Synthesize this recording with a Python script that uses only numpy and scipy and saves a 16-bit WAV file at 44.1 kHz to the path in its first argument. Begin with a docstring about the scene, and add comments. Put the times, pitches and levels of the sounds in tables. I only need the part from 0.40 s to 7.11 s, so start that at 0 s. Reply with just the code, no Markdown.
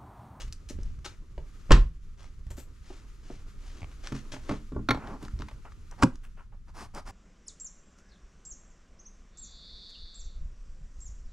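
"""In a garage, two close microphone ports on a hand-held camera hear its holder step back from a car and slam the door.
A sleeve brushes near the left port, then trouser legs brush at each stride of the walk round to the bonnet; a sole creaks.
Fingers knock under the edge, the safety catch snaps free, the bonnet rises until its struts knock on their stop, and a hand rubs on.
Knocks are decaying modes plus noise cracks; cloth and hands are grainy noise strokes; handling rumble, shuffle and rustle
are fluttering noise that lasts throughout. The garage answers with a short diffuse tail."""
import sys
import numpy as np
from scipy import signal
from scipy.fft import rfft, irfft, next_fast_len
from scipy.io import wavfile
from scipy.ndimage import map_coordinates

SR = 44100
rng = np.random.default_rng(int(sys.argv[2]) if len(sys.argv) > 2 else 0)


def unload_audio(sound):
    """Save the sound as a 16-bit wav file, at the path given as the first command line argument."""
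    columns = np.transpose(np.atleast_2d(sound))
    # keep every value between -1 and 1, then stretch to whole-number steps
    steps = np.round(np.clip(columns, -1, 1) * 32767)
    wavfile.write(sys.argv[1], SR, steps.astype(np.int16))


N = 295955

# Columns shared by the tables below:
#   hits: t/s, ring level/dB, clatter level/dB, brightness/(dB per octave)
#   modes: f/Hz, level relative to the ring/dB, T60/s
#   strokes: t/s, length/s, level/dB, brightness/(dB per octave)
#   spectra: f/Hz, relative density level/dB (per Hz)


def amp(db):
    """Decibels to gain."""
    return 10 ** (np.asarray(db) / 20)


def unit(x):
    """Scaled to rms 1."""
    return x / np.sqrt(np.mean(x ** 2) + 1e-20)


def along(points, hz):
    """Interpolates (f/Hz, value) points on a log frequency axis."""
    f, value = np.transpose(points)
    return np.interp(np.log(hz + 1), np.log(f + 1), value)


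def wobble(rate):
    """A smooth random curve through rate knots a second."""
    knots = rng.standard_normal(int(N * rate / SR) + 4)
    return map_coordinates(knots, [np.arange(N) * rate / SR])


def filtered(x, response):
    """x times a response of frequency, padded against wrap-round."""
    n = x.shape[-1]
    size = next_fast_len(n + 8192)
    hz = np.fft.rfftfreq(size, 1 / SR)
    return irfft(rfft(x, size) * response(hz), size)[..., :n]


def coloured(x, spectrum, tilt_db, size=2048):
    """x through a causal minimum-phase filter of unit energy: the spectrum, tilted by about tilt_db per octave."""
    hz = np.fft.rfftfreq(size, 1 / SR)
    octaves = np.log2(hz / 1000 + 1 / 10)  # the tilt levels out in the bass
    gain = amp(along(spectrum, hz) + tilt_db * octaves)
    # folding the cepstrum forward in time makes the filter causal
    cepstrum = irfft(np.log(np.maximum(gain / gain.max(), 1e-5)))
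    cepstrum[1:size // 2] *= 2
    cepstrum[size // 2 + 1:] = 0
    pulse = irfft(np.exp(rfft(cepstrum)))
    return signal.fftconvolve(x, pulse / np.linalg.norm(pulse))[:len(x)]


def add(track, s, sound):
    """Mixes a sound into the track at s seconds."""
    part = track[max(round(s * SR), 0):][:len(sound)]
    part += sound[:len(part)]


def struck(hits, modes, colour, crack_t60, crack_rise, attack, waver):
    """Each contact rings the modes anew and adds a short crack; loose joints make the modes waver. Times in s."""
    out, t = np.zeros(N), np.arange(SR // 2) / SR
    hz, level, t60 = np.transpose(modes)[:, :, None]
    rings = amp(level - 60 * t / t60) * (1 - np.exp(-t / attack))
    fade = amp(-60 * t / crack_t60) * (1 - np.exp(-t / crack_rise))
    slow = signal.butter(3, 150, fs=SR, output="sos")
    for s, ring_db, clatter_db, tilt_db in hits:
        # the phase wanders slowly, more for the higher modes
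        jitter = signal.sosfilt(slow, rng.standard_normal(rings.shape))
        drift = waver * np.cumsum(jitter, axis=1) * np.sqrt(np.sqrt(hz) / SR)
        ring = np.sum(rings * np.sin(2 * np.pi * hz * t + drift), axis=0)
        crack = fade / fade.max() * rng.standard_normal(len(t))
        clatter = coloured(crack, colour, tilt_db)
        add(out, s, amp(ring_db) * ring + amp(clatter_db) * clatter)
    return out


def friction(strokes, colour, grain_db, grain_rate, skew):
    """Strokes that swell and fade, made of many tiny slips of uneven size."""
    out = np.zeros(N)
    slips = unit(rng.standard_normal(N) * amp(grain_db * wobble(grain_rate)))
    for s, length, db, tilt_db in strokes:
        t = np.arange(int(length * SR) + SR // 50) / SR
        swell = np.abs(np.sin(np.pi * np.minimum(t / length, 1) ** skew))  # skew below 1 peaks early
        stroke = swell * np.roll(slips, -int(s * SR))[:len(t)]
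        add(out, s, amp(db) * coloured(stroke, colour, tilt_db))
    return out


# diffuse sound at the two ports: f/Hz, side level re mid/dB
DIFFUSE_WIDTH = [(60, -15), (180, -13), (400, -6.5), (1200, -8), (2500, -6.5), (8000, -7.5), (14000, 5.5)]


def diffuse(pair):
    """Two unrelated signals as close microphone ports hear them: most alike in the bass, apart in the high treble."""
    side = filtered(pair[1], lambda hz: amp(along(DIFFUSE_WIDTH, hz)))
    return np.array([pair[0] + side, pair[0] - side])


def shaded(pair, pan_db):
    """The camera body shades one port in the treble; pan_db is the left-minus-right limit at high frequency."""
    sides = np.array([[1], [-1]])
    return filtered(pair, lambda hz: amp(sides * pan_db / 2 * hz / (hz + 3000)))


def rush(spectrum, flutter_db, rate):
    """Diffuse noise of rms 1 whose level flutters."""
    noise = filtered(rng.standard_normal((2, N)), lambda hz: amp(along(spectrum, hz)))
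    return unit(diffuse(noise) * amp(flutter_db * wobble(rate)))


# the door meets seal, first latch stage and striker: hits
DOOR_CONTACTS = [(1.295, -39, -46.5, -3.5), (1.3065, -25.5, -17.5, -2), (1.3115, -24.5, -16, -5),
                 (1.3175, -16.5, -14.5, 3), (1.3255, -24, -21, -3.5), (1.341, -22, -31, -0.5),
                 (1.374, -36, -38, -4)]
# door skin and cabin air: modes
DOOR_RESONANCES = [(36.2, 5.5, 0.41), (45.9, 5, 0.42), (84, -5.5, 0.08), (117, 3.5, .2), (169.8, -2, 0.17),
                   (227, -8, 0.15), (354.8, -7, 0.17), (480.6, -11, .12), (1020, -15, 0.044)]
# crack and wash of the door: spectrum
DOOR_SPECTRUM = [(120, -13), (280, -3), (500, -2.5), (850, -9), (1070, 0.5), (1300, -5.5), (2000, -6.5),
                 (2280, -12.5), (2700, -8), (3100, -12), (4000, -14), (5200, -17.5), (7400, -25),
                 (11000, -44), (15500, -63)]


def door_slam():
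    """Seal, latch and striker contacts ring the door skin and the cabin air."""
    return struck(DOOR_CONTACTS, DOOR_RESONANCES, DOOR_SPECTRUM,
                  crack_t60=0.027, crack_rise=0.002, attack=0.00027, waver=2.5)


WASH_S, WASH_RISE_S, WASH_T60_S = 1.312, 0.0066, 0.22
WASH_DB, WASH_TILT_DB = -21, -0.5  # decay line's level at the start; brightness in dB per octave


def door_wash():
    """Trim rattles and echoes merge into a smooth, dying crash after the slam."""
    out, t = np.zeros((2, N)), np.arange(SR // 2) / SR
    fade = amp(WASH_DB - 60 * t / WASH_T60_S) * (1 - np.exp(-t / WASH_RISE_S))
    for track in out:
        crash = fade * rng.standard_normal(len(t))
        add(track, WASH_S, coloured(crash, DOOR_SPECTRUM, WASH_TILT_DB))
    return diffuse(out)


# the struts reach the end of their travel: hits, modes, spectrum
STOP_CONTACTS = [(5.6115, -49, -44, -7), (5.6205, -48, -33.5, 0.5), (5.624, -28, -14, -3.5),
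                 (5.6315, -21.5, -16, -1.5), (5.634, -10, -25, 0)]
STOP_RESONANCES = [(122.7, -4, 0.13), (170, -2, 0.11), (233, 4, 0.068), (262, -10, 0.19), (346, -15, 0.15),
                   (532, -12.5, 0.1), (838, -17, 0.072), (980, -15, 0.08)]
STOP_SPECTRUM = [(180, -14.5), (300, -17), (450, -19.5), (1000, 1), (1700, -12.5), (1950, -17.5),
                 (2250, -15), (3900, -20.5), (4750, -16.5), (6500, -20.5), (7800, -19), (13000, -44),
                 (15500, -50)]


def strut_stop():
    """The raised bonnet rings as its struts knock against their stop."""
    return struck(STOP_CONTACTS, STOP_RESONANCES, STOP_SPECTRUM,
                  crack_t60=0.028, crack_rise=0.00086, attack=0.002, waver=2.5)


# the safety catch lets go and rebounds: hits, modes, spectrum
CATCH_CONTACTS = [(4.4872, -33, -21.5, 5.5), (4.4915, -29, -23, 2), (4.5065, -27, -16, 5),
                  (4.511, -29, -23, 3), (4.532, -44, -38.5, 1)]
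CATCH_RESONANCES = [(114, 7, 0.14), (266.5, -3.5, 0.15), (358, -15, 0.12), (504, -5.5, 0.084),
                    (1033, 1, 0.1), (1390, 0.5, 0.082), (2155, 1, 0.042), (4370, -8.5, 0.071)]
CATCH_SPECTRUM = [(120, -7), (260, 20), (640, 4.5), (1100, 7.5), (1500, 4.5), (2170, -4.5), (3000, -15),
                  (3700, -10.5), (4260, -12.5), (4900, -25.5), (6300, -25.5), (7300, -40), (12900, -49.5),
                  (15500, -58.5)]


def safety_catch():
    """The catch snaps free and rebounds in a bright burst of metal contacts."""
    return struck(CATCH_CONTACTS, CATCH_RESONANCES, CATCH_SPECTRUM,
                  crack_t60=0.022, crack_rise=0.002, attack=0.00062, waver=1.95)


REBOUND_S, REBOUND_DB = 0.027, -7.5  # delay and level change of the rebound


def rattled(hits):
    """The loose bonnet rattles once more, weaker, after each knock."""
    rebounds = [(s + REBOUND_S, ring_db + REBOUND_DB, clatter_db + REBOUND_DB, tilt_db)
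                for s, ring_db, clatter_db, tilt_db in hits]
    return list(hits) + rebounds


# fingers and hand on the bonnet: hits, modes, spectrum
BONNET_KNOCKS = [(3.721, -27, -39, 5.5), (3.936, -41, -34, 0), (4.092, -34, -28.5, 2.5),
                 (4.098, -24.5, -33, -6.5), (4.11, -29, -26.5, -3), (4.32, -31.5, -52.5, 3),
                 (4.363, -26.5, -26.5, -7.5), (4.545, -30.5, -31.5, 1), (4.826, -35, -51, 10.5),
                 (4.998, -34, -50.5, 6.5), (5.084, -55, -42, 4)]
BONNET_RESONANCES = [(58.4, -5, 0.212), (131.4, -3, 0.2), (216.2, -11, 0.32), (269.5, 0.5, 0.083),
                     (303, -16, 0.29), (390, -6.5, 0.077), (518, -13.5, 0.053), (1054, -21.5, 0.1),
                     (1143, -16, 0.06), (1378, -19.5, 0.057)]
BONNET_SPECTRUM = [(120, -5.5), (200, -29), (262, -4), (683, -9), (1150, -12.5), (1360, -17), (1750, -21.5),
                   (2330, -25.5), (7690, -47), (15000, -73)]


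def bonnet_knocks():
    """Fingers and hand knock on the loose sheet, which rings and rebounds."""
    return struck(rattled(BONNET_KNOCKS), BONNET_RESONANCES, BONNET_SPECTRUM,
                  crack_t60=0.035, crack_rise=0.0015, attack=0.0012, waver=2.57)


# strokes of the hand and of the sliding struts: strokes, spectrum
RUB_STROKES = [(4.62, 0.17, -40.5, -4), (4.8, 0.078, -50.5, 1), (5.575, 0.062, -45, -1),
               (6.27, 0.044, -55.5, -0.5), (6.335, 0.14, -45, 2), (6.535, 0.078, -40.5, 0.5),
               (6.65, 0.074, -46, 2)]
RUB_SPECTRUM = [(120, -8), (200, 1), (352, -2), (479, -9.5), (798, -2), (1170, -3.5), (1430, -10),
                (3610, -25.5), (5300, -20), (5910, -23.5), (10200, -34), (15500, -54.5)]


def rubs():
    """Hand and sliding struts rub in fine, even slips."""
    return friction(RUB_STROKES, RUB_SPECTRUM, grain_db=1.0, grain_rate=490, skew=1.05)


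# fingertips on paint and plastic: strokes, spectrum
SLIDE_STROKES = [(4.58, 0.17, -48.5, -1.5), (5.247, 0.049, -49, -1), (5.508, 0.047, -53.5, -1),
                 (5.832, 0.049, -58.5, 7), (5.968, 0.072, -55, 1), (6.118, 0.049, -60.5, -4)]
SLIDE_SPECTRUM = [(250, -2.5), (700, 0), (1300, 2), (2100, -8), (2900, -11.5), (3800, -28), (8000, -32),
                  (15500, -49.5)]


def fingertip_slides():
    """Fingertips slip softly over paint and plastic."""
    return friction(SLIDE_STROKES, SLIDE_SPECTRUM, grain_db=2.5, grain_rate=300, skew=0.58)


# the clearest clicks of grit, trim and linkage: t/s, level before doubling/dB, brightness/(dB per octave)
CLEAR_TICKS = [(0.125, -39, 4), (0.13, -44.5, 6), (.432, -50, 5.5), (1.842, -48, -9), (3.672, -35.5, -3),
               (4.673, -43, -8), (4.85, -45.5, -3), (4.882, -43, -6), (4.99, -48, -1), (5.02, -37, -8.5),
               (5.32, -52, -7), (5.512, -52, 9), (5.756, -51.5, 0.5), (6.548, -44, 8)]
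# clicks: spectrum
TICK_SPECTRUM = [(300, -30.5), (1200, 12.5), (2800, 7), (6000, 10), (9000, -2.5), (15500, -31.5)]
# the camera is drawn back, then the bonnet is lifted: from t/s, to t/s
FAINT_TICK_SPELLS = [(0.381, .85), (4.65, 5.35)]
FAINT_TICK_COUNT = 4  # in each spell
FAINT_TICK_DB, FAINT_TICK_SPREAD_DB = -59, 4  # mean level before doubling, and standard deviation


def ticks(t60, rise):
    """Tiny hard contacts that hardly ring: the clear ones, and faint ones at random. Times in s."""
    out, t = np.zeros(N), np.arange(SR // 20) / SR
    contacts = list(CLEAR_TICKS)
    for start, end in FAINT_TICK_SPELLS:
        for _ in range(FAINT_TICK_COUNT):
            s = start + (end - start) * rng.random()
            db = FAINT_TICK_DB + FAINT_TICK_SPREAD_DB * rng.standard_normal()
            contacts.append((s, db, 0))
    for s, db, tilt_db in contacts:
        fade = 2 * amp(db - 60 * t / t60) * (1 - np.exp(-t / rise))
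        snap = fade * rng.standard_normal(len(t))
        add(out, s, coloured(snap, TICK_SPECTRUM, tilt_db))
    return out


# footfalls and bumps of the carried camera: hits (thump as ring, slap as clatter), modes
STEP_CONTACTS = [(.045, -32, -56, -7), (.078, -30.5, -55, 6), (.354, -32.5, -52, -4), (.386, -28, -48, 0),
                 (.585, -32, -52, -4.5), (.978, -33, -37.5, -2), (2.066, -30, -58.5, 5.5),
                 (2.108, -30.5, -43, -3), (2.179, -37.5, -41.5, -3), (4.937, -24, -79, 3),
                 (5.006, -30, -45.5, 3), (5.129, -35.5, -68, 10)]
STEP_RESONANCES = [(44.3, 1.5, 0.17), (67, -1, 0.13), (102, -5.5, 0.12), (148, -12.5, 0.13)]
# slaps of steps and heels, snaps of the creak: spectrum
STEP_SPECTRUM = [(80, -16.5), (220, 5), (560, -0.5), (900, -9), (2400, -14), (6000, -29.5), (15000, -56)]


def steps():
    """Footfalls and camera bumps thump in the bass with a faint slap."""
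    return struck(STEP_CONTACTS, STEP_RESONANCES, STEP_SPECTRUM,
                  crack_t60=0.02, crack_rise=0.0023, attack=0.0041, waver=1.0)


# heels on the floor: hits (slap as clatter), modes
HEEL_CONTACTS = [(.302, -41, -41, -0.5), (2.502, -53, -41.5, -2.5), (2.9005, -36, -41, -3.5)]
HEEL_RESONANCES = [(152, -7.5, 0.15), (305, -10, 0.052), (476, 4.5, 0.042), (609, 3, 0.021),
                   (593, -4, 0.037)]


def heels():
    """Heels knock hollowly on the floor, with short mid-range modes."""
    return struck(HEEL_CONTACTS, HEEL_RESONANCES, STEP_SPECTRUM,
                  crack_t60=0.027, crack_rise=0.004, attack=0.0039, waver=2.4)


# a sole creaks in three slips: hits (snap as clatter), modes
CREAK_SLIPS = [(3.419, -43, -39.5, -11), (3.4303, -40, -43, -1), (3.4441, -40.5, -46.5, 3)]
CREAK_RESONANCES = [(98, 11, 0.051), (248, -6, 0.033), (750, 4, 0.0077), (1120, -6.5, 0.016),
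                    (2240, 5.5, 0.0073)]


def sole_creak():
    """A sole sticks and slips three times, each slip a very short ring."""
    return struck(CREAK_SLIPS, CREAK_RESONANCES, STEP_SPECTRUM,
                  crack_t60=0.01, crack_rise=0.00029, attack=0.0001, waver=1.5)


# soles and clothes scuff: strokes
SCUFF_STROKES = [(0, 0.036, -44, 3), (0.287, 0.028, -46, 6.5), (.38, 0.19, -66.5, 1.5),
                 (.645, .022, -38, 2.5), (.654, .02, -41, 1.5), (.68, 0.092, -63, 2),
                 (1.77, 0.14, -60.5, 1.5), (3.36, 0.11, -62, 2.5), (3.512, 0.021, -59, 1),
                 (3.63, 0.076, -50.5, 1.5), (3.738, 0.077, -52.5, 2.5), (3.916, 0.039, -44.5, 2.1),
                 (4.06, 0.14, -52.5, 0)]
# scuffs and trouser legs: spectrum
SCUFF_SPECTRUM = [(100, -10), (290, 1), (500, -1), (1030, -4), (1670, -4), (2260, -7.5), (2570, -7),
                  (3850, -11), (6270, -12.5), (9650, -28), (15500, -53)]


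def scuffs():
    """Soles and clothes scuff in short strokes of uneven grain."""
    return friction(SCUFF_STROKES, SCUFF_SPECTRUM, grain_db=3.5, grain_rate=370, skew=0.6)


WALK_START_S, STRIDE_S, STRIDE_COUNT = 2.4245, 0.39, 5
BRUSH_S, BRUSH_DB = 0.23, -59  # length and first level
BRUSH_GAIN_DB, BRUSH_TILT_DB = -0.66, 2.1  # level change a stride; brightness in dB per octave


def trouser_legs():
    """Cloth brushes cloth once for each stride of an even walk to the bonnet."""
    strides = [(WALK_START_S + k * STRIDE_S, BRUSH_S, BRUSH_DB + k * BRUSH_GAIN_DB, BRUSH_TILT_DB)
               for k in range(STRIDE_COUNT)]
    return friction(strides, SCUFF_SPECTRUM, grain_db=3.0, grain_rate=200, skew=0.75)


# a sleeve close by the left port: strokes, spectrum
SLEEVE_STROKES = [(2.102, .022, -49, -3), (2.165, 0.053, -52, -1.5)]
SLEEVE_SPECTRUM = [(1000, -5), (5500, -3), (7500, 5.5), (9500, -12.5), (12200, -3), (15500, -17.5)]


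def sleeve():
    """A sleeve brushes in two short strokes of bright, grainy noise."""
    return friction(SLEEVE_STROKES, SLEEVE_SPECTRUM, grain_db=3.0, grain_rate=480, skew=0.82)


# level of the background noise, which rises briefly near 1.36 s and 4.66 s: t/s, level/dB
BACKGROUND_LEVEL = [(0.0, -60), (0.11, -67.5), (0.93, -71), (1.36, -61), (1.47, -72), (4.01, -62),
                    (4.46, -69.5), (4.66, -62.5), (5.26, -67.5), (5.64, -67.5), (6.1, -76), (6.7, -72)]
USUAL_BACKGROUND_DB = -67


def background_swell():
    """The level of the background noise through time, in dB above the usual."""
    t = np.arange(N) / SR
    return np.interp(t, *np.transpose(BACKGROUND_LEVEL)) - USUAL_BACKGROUND_DB


# handling rumble: spectrum
RUMBLE_SPECTRUM = [(11, -24), (18, 9), (38, 0), (59, -5), (97, -11.5), (134, -16.5), (226, -25),
                   (321, -45.5), (400, -43), (520, -59.5), (880, -120)]
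RUMBLE_DB, RUMBLE_GROWS = -43.5, 0.14  # level at no swell; dB per dB of background swell
SWING_S, SWING_WIDTH_S, SWING_DB = 0.46, 0.17, 9.5


def handling_rumble(swell_db):
    """The held camera rumbles, swelling as it swings out of the cabin."""
    t = np.arange(N) / SR
    swing_db = SWING_DB * np.exp(-((t - SWING_S) / SWING_WIDTH_S) ** 2)
    level_db = RUMBLE_DB + RUMBLE_GROWS * swell_db + swing_db
    return amp(level_db) * rush(RUMBLE_SPECTRUM, flutter_db=1.44, rate=66)


# shuffling feet: spectrum
SHUFFLE_SPECTRUM = [(110, -42), (180, -21), (205, -16.5), (237, 3), (384, -0.5), (696, -16), (1170, -11.5),
                    (1600, -21), (2080, -49), (3520, -120)]
SHUFFLE_DB, SHUFFLE_GROWS = -65, 1.2  # level at no swell; dB per dB of background swell


def foot_shuffle(swell_db):
    """Shuffling feet make fluttering mid-range noise that follows the background swell."""
    return amp(SHUFFLE_DB + SHUFFLE_GROWS * swell_db) * rush(SHUFFLE_SPECTRUM, flutter_db=3.0, rate=27)


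# rustling clothes: spectrum
RUSTLE_SPECTRUM = [(590, -28.5), (1000, -8.5), (1080, -4.5), (1220, 4), (1680, -3), (1860, -2.5),
                   (4050, -8), (6870, -7.5), (8250, -14.5), (12200, -21.5), (15500, -39.5)]
RUSTLE_DB, RUSTLE_GROWS = -66.5, 1  # level at no swell before shading; dB per dB of background swell


def clothes_rustle(swell_db):
    """Clothes rustle in bright fluttering noise, stronger at the left port."""
    rustle = amp(RUSTLE_DB + RUSTLE_GROWS * swell_db) * rush(RUSTLE_SPECTRUM, flutter_db=1.26, rate=39)
    return shaded(rustle, pan_db=4.0)


def background():
    """Rumble, shuffle and rustle rise and fall together, the rumble least."""
    swell_db = background_swell()
    return handling_rumble(swell_db) + foot_shuffle(swell_db) + clothes_rustle(swell_db)


# how long the garage rings: f/Hz, T60/s
GARAGE_DECAY = [(60, 0.42), (250, 0.21), (1200, 0.22), (5000, 0.18), (14000, 0.2)]


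def placed(x, room_db, pan_db):
    """The direct sound and the garage's short diffuse answer, as the two ports hear them."""
    hz, t, bands = signal.stft(rng.standard_normal((2, SR // 2)), SR, nperseg=256)
    decay = amp(-60 * t / along(GARAGE_DECAY, hz)[:, None])
    tail = signal.istft(bands * decay * (1 - np.exp(-t / 0.003)), SR, nperseg=256)[1]
    echo = signal.fftconvolve(x[None], tail / np.linalg.norm(tail[0]), axes=1)[:, :N]
    # deep bass stays near its source and hardly fills the room
    echo = filtered(echo, lambda f: f / np.hypot(f, 220))
    return shaded(x + amp(room_db) * diffuse(echo), pan_db)


def scene():
    """Door, strut stop, catch, bonnet and the person's own noises; positive pan favours the left port."""
    hands = rubs() + fingertip_slides() + sole_creak() + ticks(t60=0.013, rise=0.00037)
    feet = steps() + heels() + scuffs()
    return (placed(door_slam(), room_db=-12, pan_db=1.8) + door_wash()
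            + placed(strut_stop(), room_db=-17.5, pan_db=0.5)
            + placed(safety_catch(), room_db=-14.5, pan_db=-0.5)
            + placed(bonnet_knocks(), room_db=-8.5, pan_db=1.5)
            + placed(hands, room_db=-11.5, pan_db=1.0)
            + placed(feet, room_db=-5, pan_db=6.5)
            + placed(trouser_legs(), room_db=-6.5, pan_db=6)
            + placed(sleeve(), room_db=-4.0, pan_db=7.5)
            + background())


# level between the ports: f/Hz, left minus right level/dB
PORT_LEVELS = [(300, -0.7), (1200, 0.5), (5000, -1), (8000, 1), (12000, 2.5)]
# phase between the ports: f/Hz, lag of the left port/rad
PORT_PHASES = [(100, 0), (400, 0.26), (1100, 0.52), (3000, 0.79), (7000, 0.57), (12000, 0.34)]
TOP_HZ = 15700  # upper band limit


def record(dry):
    """The ports differ a little in phase and level; the camera rounds off peaks and cuts above its band limit."""
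    half = np.array([[1], [-1]]) / 2

    def ports(hz):
        """Each port takes half of the level and phase difference."""
        return amp(half * along(PORT_LEVELS, hz)) * np.exp(-1j * half * along(PORT_PHASES, hz))

    heard = filtered(dry, ports)
    rounded = heard / (1 + np.abs(heard / 0.8) ** 6) ** (1 / 6)  # nears 0.8 at most
    return filtered(rounded, lambda hz: hz < TOP_HZ)


dry = scene()
out = record(dry)
unload_audio(out)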